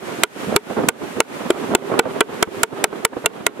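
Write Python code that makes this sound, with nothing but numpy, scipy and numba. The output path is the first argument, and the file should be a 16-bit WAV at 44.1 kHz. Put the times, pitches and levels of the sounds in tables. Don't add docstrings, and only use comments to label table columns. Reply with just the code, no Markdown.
import sys
import numpy as np
from scipy import signal
from scipy.fft import rfft, irfft
from scipy.io import wavfile
from scipy.ndimage import uniform_filter1d, minimum_filter1d
from numba import njit

SR = 44100
rng = np.random.default_rng(int(sys.argv[2]) if len(sys.argv) > 2 else 0)


def transcribe(signal):
    frames = np.atleast_2d(signal).T
    limited = np.clip(frames, -1, 1)
    pcm = np.round(limited * 32767).astype(np.int16)
    wavfile.write(sys.argv[1], SR, pcm)


N = 158760

# time_s, wash_db, hiss_db
BACKGROUND_LEVELS = [(0, -29, -36), (.45, -29.5, -34), (.8, -29.5, -38.5), (1.1, -32, -37.5),
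                     (1.4, -29, -36.5), (1.7, -28.5, -36.5), (2.0, -27.5, -40), (2.3, -30.5, -39),
                     (2.6, -31.5, -37), (2.8, -27, -40.5), (3.15, -35.5, -43.5), (3.6, -33, -46)]


def mallet():
    # start_s, sink_ms (through the flesh), thud_db, squirt_db, knock_db, crack_db, pop_hz, pop_db
    blows = [(.2347, 1.5, 7, 12, 7, 8, 1370, 9.5), (0.5611, 2.04, 2, -10.5, 7.5, 8, 1222, 7.5),
             (0.8863, 1.93, 3, 1.5, 5, 7.5, 807, 0.5), (1.201, 2.95, 1, -24, 3, 1, 920, 6.5),
             (1.5029, 2.32, 9, -15.5, -7, -12.5, 723, -9), (1.7499, 1.78, 8.5, 6, -2, -5.5, 1330, -30),
             (1.9912, 3.21, 3.5, -3.5, 2.5, -5.5, 950, -2.5), (2.2068, 3.21, 3.5, 8, 3.5, -13, 2950, -1.5),
             (2.4258, 1.91, 1.5, -5.5, 2.5, 2.5, 2170, -1.5), (2.6323, 1.9, -3, 3, 4, 6.5, 1456, 2.5),
             (2.8402, 1.78, -3.5, -3, 0, 0.5, 846, 0.5), (3.0488, 1.96, -5.5, -7.5, -2, 2, 1270, -2),
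             (3.2594, 1.5, -22, 5, -3.5, -5.5, 2750, 4), (3.4647, 1.75, -12, -3.5, -3, -0.5, 2010, 1.5)]
    # frequency_hz, density_db
    contact_spectrum = [(40, -30), (500, -2), (1200, 6), (2700, -0.5), (3600, -0.5), (5200, -9.5),
                        (6400, -6.5), (7600, 5.5), (8800, -4), (10500, -0.5), (13000, -14.5), (16000, -27)]
    # frequency_hz, density_db
    reflection_spectrum = [(60, 6), (200, 17), (450, -20.5), (1400, 14.5), (2800, -25), (4800, -39),
                           (8000, -34), (16000, -53)]
    thud_hz, side_db, size = 361, -3.5, 8192
    t = np.arange(size) / SR
    out = np.zeros((2, N))
    for start_s, sink_ms, thud_db, squirt_db, knock_db, crack_db, pop_hz, pop_db in blows:
        soft_onset = 1 - .6 * decay(t, t60_s=.0041)
        thud = undb(thud_db - 1.5) * damped_sine(t, thud_hz, t60_s=.036) * soft_onset
        squirt = undb(squirt_db) * noise(contact_spectrum, side_db, size) * decay(t, t60_s=.0064)
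        contact_age = t - sink_ms / 1000
        reflections = noise(reflection_spectrum, side_db, size) * decay(contact_age, t60_s=.077)
        knock = undb(knock_db) * (undb(-4.5) * board(contact_age) + undb(-26) * reflections)
        pop = undb(pop_db) * damped_sine(contact_age, pop_hz, t60_s=.02)
        snap = undb(9) * decay(contact_age, t60_s=.0051)
        head_ring = undb(-2) * decay(contact_age, t60_s=.017)
        crack = undb(crack_db) * (snap + head_ring) * noise(contact_spectrum, side_db, size)
        add(out, start_s, thud + squirt + knock + pop + crack)
    return out


def board(t):
    # frequency_hz, level_db, t60_s
    modes = [(179, -29, .04), (438, -0.5, 0.069), (701, 1.5, 0.021), (926, -4, 0.045), (1042, -5.5, 0.027),
             (1205, -7, 0.035), (1392, 0.5, 0.031), (1497, -5, 0.044), (2040, -2.5, 0.022),
             (2267, -0.5, 0.023), (2465, -0.5, 0.017), (2720, 2, 0.012), (3002, 0.5, 0.017),
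             (3424, 0, 0.017), (4080, -19, 0.018)]
    scatter_db, scatter_rad, detune = 2, .14, .028
    out = 0
    for hz, db, t60_s in modes:
        weight, tuning, lag, balance_db = rng.standard_normal(4)
        phase = 2 * np.pi * hz * (1 + detune * tuning) * t + scatter_rad * lag * np.array([[1], [-1]])
        gain = rng.choice([-1, 1]) * undb(db + scatter_db * weight)
        out = out + gain * pan(balance_db) * np.sin(phase) * decay(t, t60_s)
    return out


def at_ports(sound):
    # frequency_hz, left_minus_right_db
    port_balance = [(100, 8), (400, 1), (1200, -3), (2400, -6.5), (4200, -5), (8000, -0.5), (15000, -1)]
    # frequency_hz, left_lead_rad
    port_phase = [(100, 0), (1900, -0.29), (3200, -0.64), (5000, 0.19), (8000, 1.2), (11000, 0.71),
                  (16000, 2.3)]
    left = undb(at_bins(port_balance, N) / 2) * np.exp(.5j * at_bins(port_phase, N))
    heard = irfft(rfft(sound) * np.array([left, 1 / left]), N)
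    return butterworth(heard, "high", cutoff_hz=300)


def echo(sound):
    out = np.zeros((2, N))
    add(out, start_s=.015, sound=undb(-28) * butterworth(sound, "low", cutoff_hz=2400))
    return out


def water_slaps():
    # peak_s, length_s, level_db, tilt_db_per_octave
    slaps = [(0.072, 0.017, -35, -1.5), (0.19, 0.021, -28, -1), (0.485, 0.059, -23.5, -4),
             (0.526, 0.015, -18, -1), (0.542, 0.025, -15.5, -1.5), (.703, 0.022, -23, -1),
             (0.769, .02, -19.5, 1), (0.786, .05, -14, -.5), (0.838, 0.018, -16, .5),
             (0.879, 0.037, -20, -4), (1.018, 0.045, -23, -1), (1.178, 0.036, -22.5, -1),
             (1.465, 0.016, -23, -3), (1.55, 0.011, -19, 1), (1.628, 0.03, -25, 0.5),
             (1.713, 0.038, -17.5, -1.5), (1.738, 0.0099, -15.5, 1), (1.823, 0.017, -24, 2),
             (1.919, 0.022, -16.5, 2), (1.94, 0.037, -17.5, 1.5), (1.981, 0.032, -19, 3.5),
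             (2.056, 0.031, -13.5, 0), (2.16, 0.029, -23, 2), (2.34, 0.021, -37.5, -5.5),
             (2.476, 0.0186, -16, -2.5), (2.585, 0.039, -28, -3), (2.727, 0.0205, -19.5, 0),
             (2.929, 0.014, -20, 2.5), (3.134, 0.013, -21, 2.5), (3.168, 0.019, -21, 0),
             (3.248, .012, -20, 2.5), (3.597, 0.017, -23, -2.5)]
    # frequency_hz, density_db
    slap_spectrum = [(25, -28), (70, -36.5), (140, -7), (250, 0.5), (400, 1.5), (650, -5.5), (1300, -12.5),
                     (2200, -26), (4000, -43), (16000, -74)]
    rise_to_fall, size = .34, 16384
    t = (np.arange(size) - size / 2) / SR
    out = np.zeros((2, N))
    for peak_s, length_s, level_db, tilt in slaps:
        swell = np.exp(-2 * np.maximum(t, -t / rise_to_fall) / length_s)
        splash = swell * noise(slap_spectrum, side_db=-2, size=size, tilt=tilt)
        add(out, peak_s + t[0], undb(level_db) * (splash + plops(t, length_s, tilt)))
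    return out


def plops(t, length_s, tilt):
    base_hz, spread_octaves, ring_cycles = 505, .4, 7
    out = 0
    for when, pitch, strength, side in rng.standard_normal((6, 4)):
        age = t - .4 * length_s * when
        hz = np.clip(base_hz * 2 ** (spread_octaves * pitch + .2 * tilt), 150, 2200)
        gain = undb(2 + 1.5 * strength) * min(1, base_hz / hz)
        out = out + gain * pan(4 * side) * damped_sine(age, hz, t60_s=ring_cycles / hz)
    return out


def wash():
    # frequency_hz, density_db
    wash_spectrum = [(25, -27), (60, -13), (130, -8.5), (250, 1), (390, -0.5), (600, -4.5), (1300, -11),
                     (2000, -22), (3500, -24), (6000, -47), (16000, -65)]
    level_db = contour(BACKGROUND_LEVELS, column=1) + 2.04 * flicker(rate_hz=84.2)
    return undb(level_db) * noise(wash_spectrum, side_db=-2)


def hollow_drone():
    # frequency_hz, density_db
    drone_spectrum = [(30, -68), (300, -30), (370, -9), (395, 2.5), (425, -12), (520, -23), (3000, -69)]
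    # time_s, level_db
    drone_levels = [(0, -44), (1.3, -48.5), (1.6, -31), (2.2, -34), (2.6, -34.5), (3.6, -43)]
    return undb(contour(drone_levels, column=1)) * noise(drone_spectrum, side_db=-2)


def hiss():
    # frequency_hz, density_db
    hiss_spectrum = [(100, -6.5), (1000, 5), (1500, 12.5), (2500, 8.5), (3600, 2.5), (5000, -1.5),
                     (7000, -1.5), (10000, -3.5), (13000, -7), (16000, -21.5)]
    return undb(contour(BACKGROUND_LEVELS, column=2)) * noise(hiss_spectrum, side_db=1)


def undb(db):
    return 10 ** (np.asarray(db) / 20)


def decay(t, t60_s):
    return (t >= 0) * np.exp(-np.log(1000) * np.maximum(t, 0) / t60_s)


def damped_sine(t, hz, t60_s):
    return np.sin(2 * np.pi * hz * t) * decay(t, t60_s)


def pan(db):
    return undb(np.array([[db], [-db]]) / 2)


def bin_octaves(size):
    return np.log2(np.maximum(np.fft.rfftfreq(size, 1 / SR), 1))


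def at_bins(curve, size):
    hz, values = np.array(curve).T
    return np.interp(bin_octaves(size), np.log2(hz), values)


def contour(table, column):
    columns = np.array(table).T
    return np.interp(np.arange(N) / SR, columns[0], columns[column])


def noise(spectrum, side_db, size=N, tilt=0):
    shape_db = at_bins(spectrum, size) + tilt * np.minimum(bin_octaves(size), 11)
    mid, side = irfft(rfft(rng.standard_normal((2, size))) * undb(shape_db), size)
    out = mid + undb(side_db) * np.array([side, -side])
    return out / np.sqrt(np.mean(out ** 2))


def flicker(rate_hz):
    step = int(SR / rate_hz)
    steps = rng.standard_normal(1024)[np.arange(N) // step % 1024]
    smooth = uniform_filter1d(steps, step)
    return smooth / smooth.std()


def butterworth(sound, kind, cutoff_hz):
    return signal.sosfilt(signal.butter(2, cutoff_hz, kind, fs=SR, output="sos"), sound)


def add(out, start_s, sound):
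    i = int(round(start_s * SR))
    lo, hi = max(i, 0), min(i + sound.shape[1], N)
    out[:, lo:hi] += sound[:, lo - i:hi - i]


@njit
def limiter_cut_db(level_db):
    limit_db, attack_s, hold_s, release_db_per_s = -2., .002, .051, 146.
    cut_db, wait = 9., 0.
    out = np.empty(len(level_db))
    for i in range(len(level_db)):
        over_db = level_db[i] - limit_db
        if over_db > cut_db:
            cut_db += (over_db - cut_db) / (attack_s * SR)
            wait = hold_s * SR
        elif wait > 0:
            wait -= 1
        else:
            cut_db = max(cut_db - release_db_per_s / SR, 0.)
        out[i] = cut_db
    return out


def scene():
    blows = at_ports(mallet())
    water = water_slaps() + wash() + hollow_drone()
    return blows + echo(blows) + water * pan(-5) + hiss()


def record(dry):
    ceiling, top_hz = .8, 15800
    peak = -minimum_filter1d(-np.abs(dry).max(axis=0), size=15)
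    ducked = dry * undb(-limiter_cut_db(20 * np.log10(peak + 1e-9)))
    clipped = np.clip(butterworth(ducked, "high", cutoff_hz=102), -ceiling, ceiling)
    return signal.sosfilt(signal.ellip(10, .1, 70, top_hz, fs=SR, output="sos"), clipped)


dry = scene()
out = record(dry)
transcribe(out)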